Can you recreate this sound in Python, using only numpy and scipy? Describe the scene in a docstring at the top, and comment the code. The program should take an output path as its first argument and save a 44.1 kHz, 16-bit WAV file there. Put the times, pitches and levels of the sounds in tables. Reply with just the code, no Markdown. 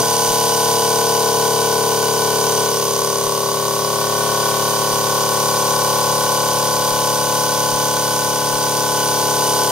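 """Piston compressor filling its tank

A small electric compressor runs close by indoors, labouring slower as pressure rises. Every crank turn
gulps air and slaps the reed valves: periodic impulses that excite the intake and the cylinder head.
Rising pressure shifts these strokes round the turn, so the drone slowly changes vowel; for a spell the
discharge valve sticks and squeals. The piston thumps, metal chatters, air hisses."""
import sys
import numpy as np
from scipy import signal
from scipy.fft import rfft, irfft
from scipy.io import wavfile

SR = 44100
rng = np.random.default_rng(int(sys.argv[2]) if len(sys.argv) > 2 else 0)


def to_wav(sig):
    """Store sig (one row per channel, or 1-D mono) as 16-bit WAV at the path in sys.argv[1].

    Samples outside -1..1 are clipped; the rate is SR.
    """
    pcm = np.clip(np.atleast_2d(sig), -1, 1) * 32767
    pcm = np.round(pcm).astype(np.int16)
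    wavfile.write(sys.argv[1], SR, pcm.T)  # frames by channels


N = 428192
TIME = np.arange(N) / SR
FREQ = np.maximum(np.arange(N // 2 + 1) * SR / N, 1)


def undb(db):
    """Amplitude ratio: tenfold for every 20 dB."""
    return 10 ** (np.asarray(db) / 20)

def level(x, db):
    """Normalisation to a given rms level."""
    return x * undb(db) / np.sqrt(np.mean(x ** 2))

def curve(table, at):
    """Linear interpolation of a two-column table."""
    return np.interp(at, *np.transpose(table))

def contour(points):
    """Spectral envelope: gain interpolated in decibels over log frequency."""
    hz, db = np.transpose(points)
    return undb(np.interp(np.log(FREQ), np.log(hz), db))

def resonance(hz, width_hz):
    """Response of a damped oscillator, gain 1 at its centre."""
    return 1 / (1 + 1j * (FREQ - hz ** 2 / FREQ) / width_hz)

def body(modes):
    """Modal superposition: a sum of resonances, each squared for steep sides."""
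    return sum(undb(db) * resonance(hz, width_hz) ** 2 for hz, width_hz, db in modes)

def shape(x, response):
    """Linear filtering: the spectrum is multiplied by a frequency response."""
    return irfft(rfft(x) * response, N)

def noise(response):
    """Coloured noise: white noise through a filter."""
    return shape(rng.standard_normal(N), response)

def phase_wander(cutoff_hz, db):
    """Random phase modulation that roughens a tone; 0 dB is one radian rms."""
    return level(noise(1 / (1 + (FREQ / cutoff_hz) ** 2)), db)

def scatter(x, t60_s, direct_db):
    """Reverberation: direct sound plus exponentially decaying reflections, different at each ear."""
    age = TIME[:SR // 4]
    tails = rng.standard_normal((2, len(age))) * np.exp(-np.log(1000) * age / t60_s)
    tails /= np.sqrt(np.sum(tails ** 2, axis=1, keepdims=True))
    return undb(direct_db) * x + shape(x, rfft(tails, N))

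def puff(turns, angle_deg, sharpness):
    """Periodic envelope: one smooth swell a turn, centred on a crank angle."""
    return np.exp(sharpness * (np.cos(2 * np.pi * turns - np.radians(angle_deg)) - 1))

def sticking(at_s):
    """Trapezoidal envelope, 0 to 1: the discharge valve sticks, then works free."""
    start_s, attack_s, hold_s, release_s = 2.59, 0.24, 0.74, 0.65
    return np.interp(at_s, np.cumsum([start_s, attack_s, hold_s, release_s]), [0, 1, 1, 0])

def strokes(turns, crank_hz, table, slop_deg, uneven_db):
    """Jittered impulse trains: each row strikes once a turn, sliding in phase as pressure rises."""
    count = np.arange(-1, int(turns[-1]) + 2)
    turn_s = np.interp(count, turns, TIME)
    out = np.zeros(N + 1)
    for angle_deg, slide_deg_per_s, peak_db, peak_s, span_s, stick_db in table:
        slop, uneven = rng.standard_normal((2, len(count)))
        at = count + (angle_deg + slide_deg_per_s * turn_s + slop_deg * slop) / 360
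        inside = (at > turns[0]) & (at < turns[-1])
        swell = 0.5 ** (((turn_s - peak_s) / span_s) ** 2)  # halved at span_s from the peak
        size = (swell * undb(peak_db + stick_db * sticking(turn_s) + uneven_db * uneven))[inside]
        place = np.interp(at[inside], turns, np.arange(N))
        np.add.at(out, place.astype(int), size * (1 - place % 1))  # shared between two samples
        np.add.at(out, place.astype(int) + 1, size * (place % 1))
    return out[:N] * SR / (2 * crank_hz)  # a 0 dB stroke gives harmonics of amplitude 1


# spectrum of fan and room: frequency_hz, gain_db
FAN_SPECTRUM = [(20, -9), (45, -9), (80, -3), (130, 8.5), (260, -7), (500, 4.5), (1000, -5.5), (1400, -1),
                (2500, -12), (6000, -5.5)]
def fan_rush():
    """Stationary broadband noise: the dull rush of the motor's fan and the room."""
    return level(scatter(noise(contour(FAN_SPECTRUM)), t60_s=0.2, direct_db=11.5), -33.5)

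# faint deep bumps: centre_s, relative_level_db
LOW_BUMPS = [(0.309, -39), (3.269, -43), (4.929, -46), (6.929, -41), (7.739, -42), (8.549, -43)]
def bumps():
    """Gaussian wave packets: a cycle or two of a deep tone, with a dull scuff in it."""
    scuff = level(noise(resonance(130, 200) ** 2), -2)
    out = np.zeros(N)
    for centre_s, db in LOW_BUMPS:
        age = TIME - centre_s
        out += undb(db + 4) * np.exp(-(age / 0.024) ** 2) * (np.sin(2 * np.pi * 30 * age) + scuff)
    return out

# crank positions where the load makes the brushes whine most: angle_deg
LOAD_ANGLES = [59, 116, 246, 288]
def brush_whine(turns):
    """Amplitude modulation: the brushes' tone, a high order of the crank speed, flutters with load."""
    cycles_per_turn = 133.3
    flutter = 0.9 + sum(puff(turns, angle_deg, sharpness=4.7) for angle_deg in LOAD_ANGLES)
    phase = 2 * np.pi * cycles_per_turn * turns + phase_wander(cutoff_hz=30, db=0.4)
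    return level(flutter * np.sin(phase), -12)

# spells of louder squealing: centre_s, half_length_s, gain_db
SQUEAL_SPELLS = [(0.15, 0.22, -7), (2.497, 0.16, -10), (3.01, 0.41, -1), (5.5, .3, -16), (7.7, 0.57, -9)]
def valve_squeal(discharge):
    """Gated oscillation: the discharge valve squeals at each opening, faintly between spells."""
    pitch_hz, rest_db = 6250, -16
    tone = np.sin(2 * np.pi * pitch_hz * TIME + phase_wander(cutoff_hz=40, db=6))
    spells = sum(undb(db) * np.exp(-((TIME - s) / half_s) ** 2) for s, half_s, db in SQUEAL_SPELLS)
    return level(discharge * tone, -5.5) * (undb(rest_db) + spells)

# spectrum of the rushing air: frequency_hz, gain_db
HISS_SPECTRUM = [(1000, -36), (1900, -11.5), (2500, -10.5), (2900, -3.5), (4000, -3.5), (5200, -2.5),
                 (5700, 1.5), (6700, 1), (7200, -6.5), (8300, -4), (9200, -2.5), (9800, -9), (13800, -8),
                 (15600, -13.5)]
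# part of the hiss common to both ears: frequency_hz, shared_db
HISS_COHERENCE = [(2000, 1.1), (6000, 0.1), (9000, -5.5), (13000, -29)]
def hiss(flow):
    """Partial coherence: the higher the hiss, the more arrives by reflections unlike at the two ears."""
    shared = np.minimum(contour(HISS_COHERENCE), 1)
    common = shape(flow * rng.standard_normal(N), np.sqrt(shared))
    separate = shape(flow * rng.standard_normal((2, N)), np.sqrt(1 - shared))
    jet = scatter(common + separate, t60_s=0.04, direct_db=9)  # nearby metal ripples the colour
    return level(shape(jet, contour(HISS_SPECTRUM)), 0)

# narrow modes of the metal air passages: pitch_hz, width_hz, gain_db
PASSAGE_MODES = [(2950, 60, -1), (4800, 80, 1), (5950, 60, -1), (6800, 70, -3), (8425, 60, 0),
                 (8555, 60, -2), (8845, 80, 0), (9095, 60, -2), (9285, 50, -2), (10320, 90, -6),
                 (11400, 50, -6), (12680, 200, -6), (13800, 50, -5)]
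def passage_ring(flow):
    """Noise-driven resonance: rushing air rings the metal around it."""
    return level(shape(flow * rng.standard_normal(N), body(PASSAGE_MODES)), -7)

# slow course of the airflow: time_s, relative_level_db
AIRFLOW = [(0.0, -21.5), (0.02, -23), (0.24, -22), (1.89, -25), (2.56, -24.5), (3.51, -27.5), (5.62, -24.5),
           (8.19, -24.5), (8.29, -25.5), (9.62, -22.5), (9.7, -23.5)]
def air_and_brushes(turns):
    """Pulsating flow: air surges at discharge and intake; squeal and whine share its slow level curve."""
    discharge = puff(turns, angle_deg=44, sharpness=6.7)
    suction = puff(turns, angle_deg=256, sharpness=2.4)
    flow = 1 + 0.5 * discharge + 0.52 * suction
    treble = hiss(flow) + passage_ring(flow) + valve_squeal(discharge) + brush_whine(turns)
    return treble * undb(curve(AIRFLOW, TIME) + 0.9)

# spectrum of fins and fittings: frequency_hz, gain_db
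CHATTER_SPECTRUM = [(900, -51), (1280, 0.5), (1650, -3.5), (1850, 7.5), (2400, 2), (3000, 11.5), (6500, 11),
                    (9000, 5), (14000, 7)]
def chatter(slaps):
    """Dense modal response: each slap sets off the same many high modes of fins and fittings."""
    ringing = scatter(slaps, t60_s=0.16, direct_db=-5.5)
    return level(shape(ringing, contour(CHATTER_SPECTRUM)), -28)

# knocks of discharged air: angle_deg, slide_deg_per_s, peak_db, peak_s, span_s, stick_db
DISCHARGE_KNOCKS = [(353.1, 0.37, 0.7, 7, 19, -6)]
# modes of the copper pipe: pitch_hz, width_hz, gain_db
PIPE_RESONANCES = [(1492.3, 47.8, -30), (1806, 19, -43), (2332, 38, -43)]
def pipe_ring(turns, crank_hz):
    """Free decay: each discharge knocks the pipe, which rings for most of the turn."""
    knocks = strokes(turns, crank_hz, DISCHARGE_KNOCKS, slop_deg=0.19, uneven_db=1.36)
    return shape(knocks, body(PIPE_RESONANCES))

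# pushes of piston and rod: angle_deg, slide_deg_per_s, peak_db, peak_s, span_s, stick_db
PISTON_PUSHES = [(36.76, 1.5, 3, 3, 12, -2.5), (57.64, 1.4, 3, 5.5, 8.6, -2.5),
                 (217.9, 1.68, -4, 0, 21, -1.9)]
# low modes of the housing: pitch_hz, width_hz, gain_db
HOUSING_RESONANCES = [(128.2, 37.9, -34.5), (266, 84.4, -30.5)]
def piston_throb(turns, crank_hz):
    """Forced vibration: piston and rod push the housing to and fro."""
    pushes = strokes(turns, crank_hz, PISTON_PUSHES, slop_deg=0.15, uneven_db=0.3)
    return shape(pushes, body(HOUSING_RESONANCES))

# slaps on the head: angle_deg, slide_deg_per_s, peak_db, peak_s, span_s, stick_db
HEAD_SLAPS = [(2.76, 0.71, 6.5, 4, 6.45, -1), (37.6, 0.11, 0, 9, 2.8, 9),
              (74.97, -0.28, 5, 4.5, 1.52, -1.2), (116.83, 0.51, 0.5, 2.5, 9.2, -6.3),
              (154.1, 0.63, -3.5, 6.5, 4.4, 7), (295.5, -0.029, 0.8, 4.5, 2.24, -3.5),
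              (345.7, 0.89, 5.5, -1, 13.4, -12)]
def valve_slaps(turns, crank_hz):
    """Impact excitation: valves and piston strike the cylinder head several times a turn."""
    return strokes(turns, crank_hz, HEAD_SLAPS, slop_deg=0.028, uneven_db=1.0)

# gulps of the intake reed: angle_deg, slide_deg_per_s, peak_db, peak_s, span_s, stick_db
INTAKE_GULPS = [(47.04, 0.79, 8, 5.1, 6.5, -2), (87.9, -4.5, -8, -1, 9.5, 3),
                (97.95, 0.25, 4.5, 6.1, 3, -0.5), (200.84, 0.55, -1.1, 3, 2.5, -10.1),
                (202.06, 0.84, 2, 8.5, 6, 0.8), (252.54, 0.47, -1.53, 6, 5, -5.5),
                (358.8, 1, 5.5, 3.5, 7.5, -0.5)]
# air modes of the intake: pitch_hz, width_hz, gain_db
INTAKE_RESONANCES = [(320.7, 29.6, -46.5), (425.2, 71, -26), (460.7, 46.4, -25.9), (524.3, 90, -36),
                     (589.8, 118.5, -37.5), (676.4, 43, -30)]
def intake(turns, crank_hz):
    """Cavity resonance: each gulp through the reed valve rings the air in the intake."""
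    gulps = strokes(turns, crank_hz, INTAKE_GULPS, slop_deg=0.021, uneven_db=0.24)
    return shape(gulps, body(INTAKE_RESONANCES))

# modes of the cylinder head: pitch_hz, width_hz, gain_db
HEAD_RESONANCES = [(830, 90, -50), (854.1, 49.7, -34.5), (939, 164, -41.5), (992.2, 35.2, -26.5),
                   (1061.6, 74, -31)]
# slow swells of the drone: time_s, gain_db
DRONE_GAIN = [(0, 0), (1.2, 1), (2.1, -0.1), (3.1, 0.4), (4.8, -0.5), (5.8, 1), (7.2, -0.2), (8.4, -0.9),
              (9.7, 2)]
def drone(turns, crank_hz, slaps):
    """Interference: sliding strokes reweight the harmonics in intake and head, changing the vowel."""
    head = shape(slaps, body(HEAD_RESONANCES))
    return (intake(turns, crank_hz) + head) * undb(curve(DRONE_GAIN, TIME))


# crank speed, sinking as pressure rises: time_s, rotation_hz
CRANK_SPEED = [(0, 36.644), (2.2, 36.384), (4.6, 36.027), (7.3, 35.796), (9.7, 35.709)]
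# drone to the left, hiss to the right: frequency_hz, left_minus_right_db
BALANCE = [(60, 7.5), (110, 7.5), (200, 8), (380, 6.5), (700, 5.5), (1290, 5), (2380, 1), (4400, -0.5),
           (8120, -7), (15000, -6)]
def scene():
    """Superposition: sources locked to one crank, over rush and bumps, panned by frequency."""
    crank_hz = curve(CRANK_SPEED, TIME)
    turns = np.cumsum(crank_hz) / SR
    slaps = valve_slaps(turns, crank_hz)
    mix = fan_rush() + bumps() + air_and_brushes(turns) + chatter(slaps)
    mix += pipe_ring(turns, crank_hz) + piston_throb(turns, crank_hz) + drone(turns, crank_hz, slaps)
    ratio = contour(BALANCE)
    right_gain = 2 / (1 + ratio)
    return shape(mix, np.array([ratio * right_gain, right_gain]))

# phase lag at the left microphone port: frequency_hz, lag_rad
LEFT_LAG = [(0, 0), (2400, .45), (4100, 1.1), (6500, 1.4), (9000, .7), (15000, .6)]
def record(dry):
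    """Microphone transfer function: a slight lag on the left, a narrow treble notch, a steep top cut."""
    notch_hz, notch_width_hz, top_hz = 7850, 265, 15650
    left = shape(dry[0], np.exp(-1j * curve(LEFT_LAG, FREQ)))
    notched = shape(np.array([left, dry[1]]), (1 - resonance(notch_hz, notch_width_hz)) ** 2)
    return signal.sosfilt(signal.ellip(10, 0.2, 80, top_hz, fs=SR, output="sos"), notched)


dry = scene()
out = record(dry)
to_wav(out)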